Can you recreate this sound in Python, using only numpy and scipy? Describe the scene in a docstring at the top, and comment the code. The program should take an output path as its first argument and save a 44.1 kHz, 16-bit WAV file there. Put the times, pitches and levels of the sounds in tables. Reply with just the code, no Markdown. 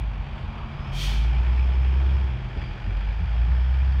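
"""A diesel exhaust booms, sags and picks up again: a six-cylinder truck with a loaded low trailer
pulls slowly away along a roadside, changing gear twice. Its firings drive the boom and knock the
block into a clatter, the turbo sings faintly and the trailer deck thumps. About a second in, an
air brake valve vents once with a whistling hiss. Behind it lie road noise and a slowly sinking drone."""
import sys
import numpy as np
from scipy import signal
from scipy.fft import rfft, irfft
from scipy.io import wavfile
from scipy.ndimage import uniform_filter1d

SR = 44100
rng = np.random.default_rng(int(sys.argv[2]) if len(sys.argv) > 2 else 0)


def digitize_waveform(pressure):
    """Quantize a signal to 16-bit integers and store it at the path in sys.argv[1].

    Rows of a 2-D input are taken as channels; values are limited to [-1, 1].
    """
    field = np.atleast_2d(pressure).T
    bounded = np.clip(field, -1, 1)
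    quanta = np.round(bounded * 32767).astype(np.int16)
    wavfile.write(sys.argv[1], SR, quanta)


N = 176400

# Tone colour of the road rumble: frequency_hz, relative_db
ROAD_SPECTRUM = [(20, -1), (45, 11), (90, 19), (130, 11), (175, 10), (260, -2.5), (480, -6), (700, -1.5),
                 (1050, -5.5), (1500, -6), (2100, -12), (3300, -13.5), (5000, -30.5), (9000, -53.5),
                 (16000, -53)]
# Roar of tyres on asphalt: time_s, level_db, centre_hz
TYRE_ROAR = [(0, -54.5, 950), (.35, -49.5, 980), (.8, -49, 1130), (1.3, -53.5, 1100), (2.1, -52, 1000),
             (2.7, -58.5, 850), (3.1, -54, 850), (4, -56, 900)]
# The sinking pair of tones: time_s, upper_pitch_hz, upper_level_db, lower_level_db
DRONE_GLIDE = [(0, 225.5, -56, -47), (.45, 221.6, -52, -41.5), (.72, 221.2, -44, -41),
               (1.0, 218, -51, -36.5), (1.35, 213, -48, -38.5), (1.7, 206.4, -52, -54.5),
               (2.4, 197.6, -51, -38.5), (3, 190, -55, -42.5), (4, 186, -51.5, -48)]
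# Trailer thumps: start_s, level_db, pitch_hz, rattle_db
DECK_THUMPS = [(.43, -27.5, 86, -52), (.86, -27.5, 81.2, -54), (2.56, -27.5, 73.1, -40.5),
               (2.615, -27, 62, -50), (2.866, -26.5, 92.8, -48), (3.195, -19.5, 76, -49),
               (3.47, -20.5, 67.2, -51)]
# Ringing modes of the deck: pitch_ratio, relative_db
DECK_MODES = [(1, 2), (1.45, -10), (2.3, -12)]
# Tone colour of the air brake jet: frequency_hz, relative_db
JET_SPECTRUM = [(880, -44), (1500, -10), (1930, -6), (2110, -14), (2330, -3.5), (2720, -8), (3090, -1.5),
                (3610, -5), (3910, -8), (4660, -8.5), (5450, -12), (5890, -10.5), (7520, -21.5),
                (9140, -19.5), (10100, -27), (11700, -23.5), (15500, -31)]
# Whistles of the valve port: centre_hz, width_hz, level_db
PORT_WHISTLES = [(2420, 160, -49.5), (2975, 68, -49.5), (3177, 55, -43), (3490, 53, -52.5)]
# Engine revs, dipping at each gear change: time_s, firing_hz
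FIRING_RATE = [(0, 56), (.15, 47.5), (.5, 39), (.8, 37), (1.0, 46), (1.25, 57), (1.5, 61.5), (1.85, 64.5),
               (2.15, 67), (2.3, 64.5), (2.45, 48), (2.72, 43), (2.9, 47.5), (3.2, 53), (3.5, 60.5),
               (3.75, 64.7), (4, 66.5)]
# Tone colour of the intake hiss: frequency_hz, relative_db
INTAKE_SPECTRUM = [(2000, -28.5), (4000, -8), (4600, 4.5), (5800, -3.5), (7000, -15), (9000, -18),
                   (11000, -24.5), (16000, -33.5)]
# Turbo whistle: time_s, pitch_hz, level_db
TURBO_WHISTLE = [(0, 4480, -77), (.35, 4600, -69), (.68, 4700, -66.5), (.88, 5170, -62), (1.4, 5144, -66.5),
                 (2.15, 5200, -66.5), (2.45, 5050, -74.5), (2.62, 4780, -65.5), (3.0, 4900, -68),
                 (3.33, 5160, -67.5), (4, 5240, -66)]
# Swell of the low-mid growl: time_s, level_db
GROWL_LEVEL = [(0, -64.5), (.8, -53), (1.2, -53.5), (1.6, -50), (1.8, -50), (2.27, -47), (2.45, -52.5),
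               (2.85, -50), (3.05, -62), (4, -67)]
# Block and panel resonances: centre_hz, width_hz, mid_scene_level_db, drift_db_per_s
BLOCK_MODES = [(678, 130, -61.5, 0), (855, 80, -53, 0), (1430, 370, -56, 1.5), (1767, 150, -56.5, 2),
               (2367, 216, -51, -0.06), (2965, 350, -59, -1), (3253, 150, -59, 0.9), (4610, 370, -68, 2.5)]
# Tone colour of the engine's mechanical rush: frequency_hz, relative_db
RUSH_SPECTRUM = [(300, -8.5), (500, -8.5), (900, -1), (1500, -1.5), (2050, -5), (3350, -6), (3850, -15),
                 (5500, -18.5), (7000, -28), (9000, -36), (11000, -52.5), (16000, -45)]
# Engine effort, riding the whole clatter: time_s, gain_db
CLATTER_GAIN = [(0, -4.5), (.65, -3), (.9, 0.5), (1.35, 3), (1.8, 1.5), (2.18, 1.5), (2.35, -2), (2.6, 0.5),
                (3.05, -1.5), (3.6, -1), (4, -1)]
# Exhaust boom, swelling under load: time_s, level_db
BOOM_LEVEL = [(0, -23.5), (.2, -30), (.32, -38), (.8, -41), (.95, -29.5), (1.08, -22.5), (1.25, -19.5),
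              (2.1, -19), (2.28, -22.5), (2.37, -32.5), (2.68, -33), (2.79, -38), (2.89, -23.5),
              (3.15, -25), (3.28, -25.5), (3.4, -19), (3.7, -19.5), (4, -19.5)]
# Exhaust overtones: firing_rate_multiple, relative_db
BOOM_OVERTONES = [(2, -20.5), (3, -36), (4, -40), (5, -44), (6, -45)]
# Shake from unequal cylinders: cycle_rate_multiple (six firings a cycle), level_db at LOPE_REST_HZ
LOPE_PARTIALS = [(3, -49.5), (4, -48), (5, -41.5), (7, -47), (8, -46.5), (9, -45.5), (10, -45.5),
                 (11, -49.5), (12, -48), (13, -48), (14, -50.5), (15, -56.5), (17, -58.5)]

CYLINDERS = 6
LOPE_REST_HZ, LOPE_LUG_DB_PER_HZ = 54, .0945  # the engine shakes more when it runs slowly
KNOCK_DECAY_PERIODS, KNOCK_FLOOR, KNOCK_SCATTER_DB = .5, .61, 2.5
VENT_OPEN_S, VENT_RISE_S, VENT_HOLD_S, VENT_CLOSING_S, VENT_SHUT_S = .9135, .11, .034, .12, 1.36
HISS_FALL_DB_PER_S, TREBLE_FALL_DB_PER_S, PORT_FALL_DB_PER_S = 67, 110, 45.5


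def undb(db):
    """Decibels to gain."""
    return 10 ** (np.asarray(db) / 20)


def unit(x):
    """Scale to rms 1."""
    return x / np.sqrt(np.mean(x ** 2))


def curve(table, column=1):
    """One column of a table, joined by straight lines in time."""
    rows = np.array(table, float)
    return np.interp(np.arange(N) / SR, rows[:, 0], rows[:, column])


def walk(rate_hz):
    """A smooth random waver; rms 1."""
    hold = int(SR / rate_hz)
    steps = np.repeat(rng.standard_normal(N // hold + 1), hold)
    return unit(uniform_filter1d(uniform_filter1d(steps, hold), hold)[:N])


def noise():
    """White noise."""
    return rng.standard_normal(N)


def bins():
    """Frequencies of the spectrum, from 1 Hz up."""
    return np.maximum(np.arange(N // 2 + 1) * SR / N, 1)


def colour(x, points):
    """Equalise through (frequency_hz, relative_db) points; rms 1."""
    hz, db = np.array(points, float).T
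    gain = undb(np.interp(np.log(bins()), np.log(hz), db))
    return unit(irfft(rfft(x) * gain, N))


def ring(x, hz, width_hz):
    """A steep resonance; rms 1."""
    f = bins()
    return unit(irfft(rfft(x) / (1 + .5j * (f / hz - hz / f) * hz / width_hz) ** 2, N))


def tone(hz):
    """A sine that follows a pitch curve; rms 1."""
    return np.sqrt(2) * np.sin(2 * np.pi * (np.cumsum(hz) / SR + rng.random()))


def band(hz, width_hz):
    """Narrow noise around a moving centre; rms 1."""
    lowpass = signal.butter(2, width_hz / 2, fs=SR, output="sos")
    smear = signal.sosfilt(lowpass, noise() + 1j * noise())
    return unit((smear * np.exp(2j * np.pi * np.cumsum(hz) / SR)).real)


def road(rumble_db=-38.5):
    """A bed of low outdoor rumble under two bands of tyre roar on asphalt."""
    rumble = colour(noise(), ROAD_SPECTRUM) * undb(rumble_db + .59 * walk(8.7))
    centre_hz = curve(TYRE_ROAR, column=2)
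    roar = band(centre_hz, width_hz=360) + undb(-6.5) * band(.62 * centre_hz, width_hz=160)
    return rumble + roar * undb(curve(TYRE_ROAR) + walk(12))


def drone(jitter=.012, breath=.6, lower_ratio=.632):
    """Two wavering low tones sink together, the upper one rough with breath."""
    hz = curve(DRONE_GLIDE) * (1 + jitter * walk(22))
    upper = (tone(hz) + breath * band(hz, width_hz=22)) / np.hypot(1, breath)
    upper *= undb(curve(DRONE_GLIDE, column=2) + 2 * walk(12.94))
    lower = tone(hz * lower_ratio) * undb(curve(DRONE_GLIDE, column=3) + 2.5 * walk(13))
    return upper + lower


def air_leak(start_s=.3, length_s=.2, level_db=-81):
    """A very faint, high puff of air ahead of the brake vent."""
    progress = np.clip((np.arange(N) / SR - start_s) / length_s, 0, 1)
    return np.sin(np.pi * progress) * undb(level_db) * ring(noise(), hz=7600, width_hz=2000)


def trailer(rise_s=.0091, decay_s=.04):
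    """The loaded deck rings in short, dull thumps, each with a little rattle."""
    t, thumps = np.arange(N) / SR, np.zeros(N)
    for start_s, level_db, pitch_hz, rattle_db in DECK_THUMPS:
        age = np.maximum(t - start_s, 0)
        envelope = np.minimum(age / rise_s, 1) * np.exp(-np.maximum(age - rise_s, 0) / decay_s)
        phase = 2 * np.pi * pitch_hz * age
        deck = sum(undb(level_db + db) * np.sin(ratio * phase) for ratio, db in DECK_MODES)
        rattle = undb(rattle_db) * ring(noise(), hz=290, width_hz=150)
        thumps += envelope * (deck + rattle)
    return thumps


def air_brake(jet_db=-35.5, split_hz=6000, port_rise_s=.065, echo_db=-16, echo_spread_s=.012):
    """The valve opens; its jet hisses, whistles in the port and dulls as the pressure falls."""
    t = np.arange(N) / SR
    age = t - VENT_OPEN_S
    fading_s = np.maximum(age - VENT_RISE_S - VENT_HOLD_S, 0)
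    low_cut = signal.butter(2, 1500, "high", fs=SR, output="sos")
    jet = undb(jet_db) * unit(signal.sosfilt(low_cut, colour(noise(), JET_SPECTRUM)))
    body = irfft(rfft(jet) / (1 + (bins() / split_hz) ** 4), N)
    treble = jet - body
    hiss = body * undb(-HISS_FALL_DB_PER_S * fading_s) + treble * undb(-TREBLE_FALL_DB_PER_S * fading_s)
    whistle = sum(undb(db) * ring(noise(), hz, width_hz) for hz, width_hz, db in PORT_WHISTLES)
    whistle *= undb(-PORT_FALL_DB_PER_S * fading_s)
    air = hiss * np.clip(age / VENT_RISE_S, 0, 1) + whistle * np.clip(age / port_rise_s, 0, 1)
    air *= np.clip((VENT_SHUT_S - t) / VENT_CLOSING_S, 0, 1)
    # four quick reflections off chassis and road
    echoes = sum(np.roll(air, int(lag * echo_spread_s * SR)) for lag in rng.random(size=4))
    return air + undb(echo_db) * echoes


def intake(firing_hz, full_revs_hz=66, full_revs_db=-70.5, db_per_hz=1):
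    """Air drawn into the engine hisses louder as the revs climb."""
    level_db = full_revs_db + db_per_hz * (firing_hz - full_revs_hz)
    return colour(noise(), INTAKE_SPECTRUM) * undb(level_db + walk(10))


def turbo():
    """A breathy whistle that climbs as boost builds."""
    whistle = band(curve(TURBO_WHISTLE), width_hz=270)
    return whistle * undb(curve(TURBO_WHISTLE, column=2) + 2 * walk(11))


def growl(firing_hz):
    """A hollow low-mid resonance, pulsing with the firings."""
    pulsing = 1 + .57 * tone(firing_hz)
    return ring(pulsing * noise(), hz=352, width_hz=80) * undb(curve(GROWL_LEVEL))


def clatter(firing_hz, rush_db=-51.5):
    """Each firing sends a burst of knock into the block; every cylinder has its own strength."""
    firings = np.cumsum(firing_hz) / SR
    index = firings.astype(int)
    per_cylinder = rng.standard_normal(CYLINDERS)[index % CYLINDERS]
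    per_firing = noise()[index]
    strength = undb(KNOCK_SCATTER_DB * (per_cylinder + per_firing) / np.sqrt(2))
    knock = KNOCK_FLOOR + strength * np.exp(-(firings % 1) / KNOCK_DECAY_PERIODS)
    from_middle_s = (np.arange(N) - N / 2) / SR
    block = np.zeros(N)
    for hz, width_hz, db, drift in BLOCK_MODES:
        gain = undb(db + drift * from_middle_s + 1.2 * walk(14))  # colour shifts as the truck moves off
        block += gain * ring(knock * noise(), hz, width_hz)
    rush = undb(rush_db) * colour((knock + .36) * noise(), RUSH_SPECTRUM)
    return (block + rush) * undb(curve(CLATTER_GAIN))


def exhaust(firing_hz):
    """The firing note booms with weak overtones; unequal cylinders add a fluttering lope around it."""
    boom = tone(firing_hz)
    for multiple, db in BOOM_OVERTONES:
        boom += undb(db + 2.5 * walk(14)) * tone(multiple * firing_hz)
    cycle_hz = firing_hz / CYLINDERS
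    lope = sum(undb(db + 3 * walk(7.06)) * tone(multiple * cycle_hz) for multiple, db in LOPE_PARTIALS)
    boom *= undb(curve(BOOM_LEVEL) + .3 * walk(23))
    lope *= undb(LOPE_LUG_DB_PER_HZ * (LOPE_REST_HZ - firing_hz))
    return boom + lope


def scene():
    """Truck and roadside in mono; one slightly unsteady rev curve ties the engine together."""
    firing_hz = curve(FIRING_RATE) * (1 + .006 * walk(15))
    engine = exhaust(firing_hz) + clatter(firing_hz) + growl(firing_hz) + intake(firing_hz) + turbo()
    return (engine + air_brake() + air_leak() + trailer() + drone() + road())[None]


def record(dry):
    """The microphone drops the deepest bass and cuts the top."""
    bass_cut_hz, top_cut_hz = 36.5, 15700
    thinned = signal.sosfilt(signal.butter(4, bass_cut_hz, "high", fs=SR, output="sos"), dry)
    return signal.sosfilt(signal.ellip(10, .1, 80, top_cut_hz, fs=SR, output="sos"), thinned)


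dry = scene()
out = record(dry)
digitize_waveform(out)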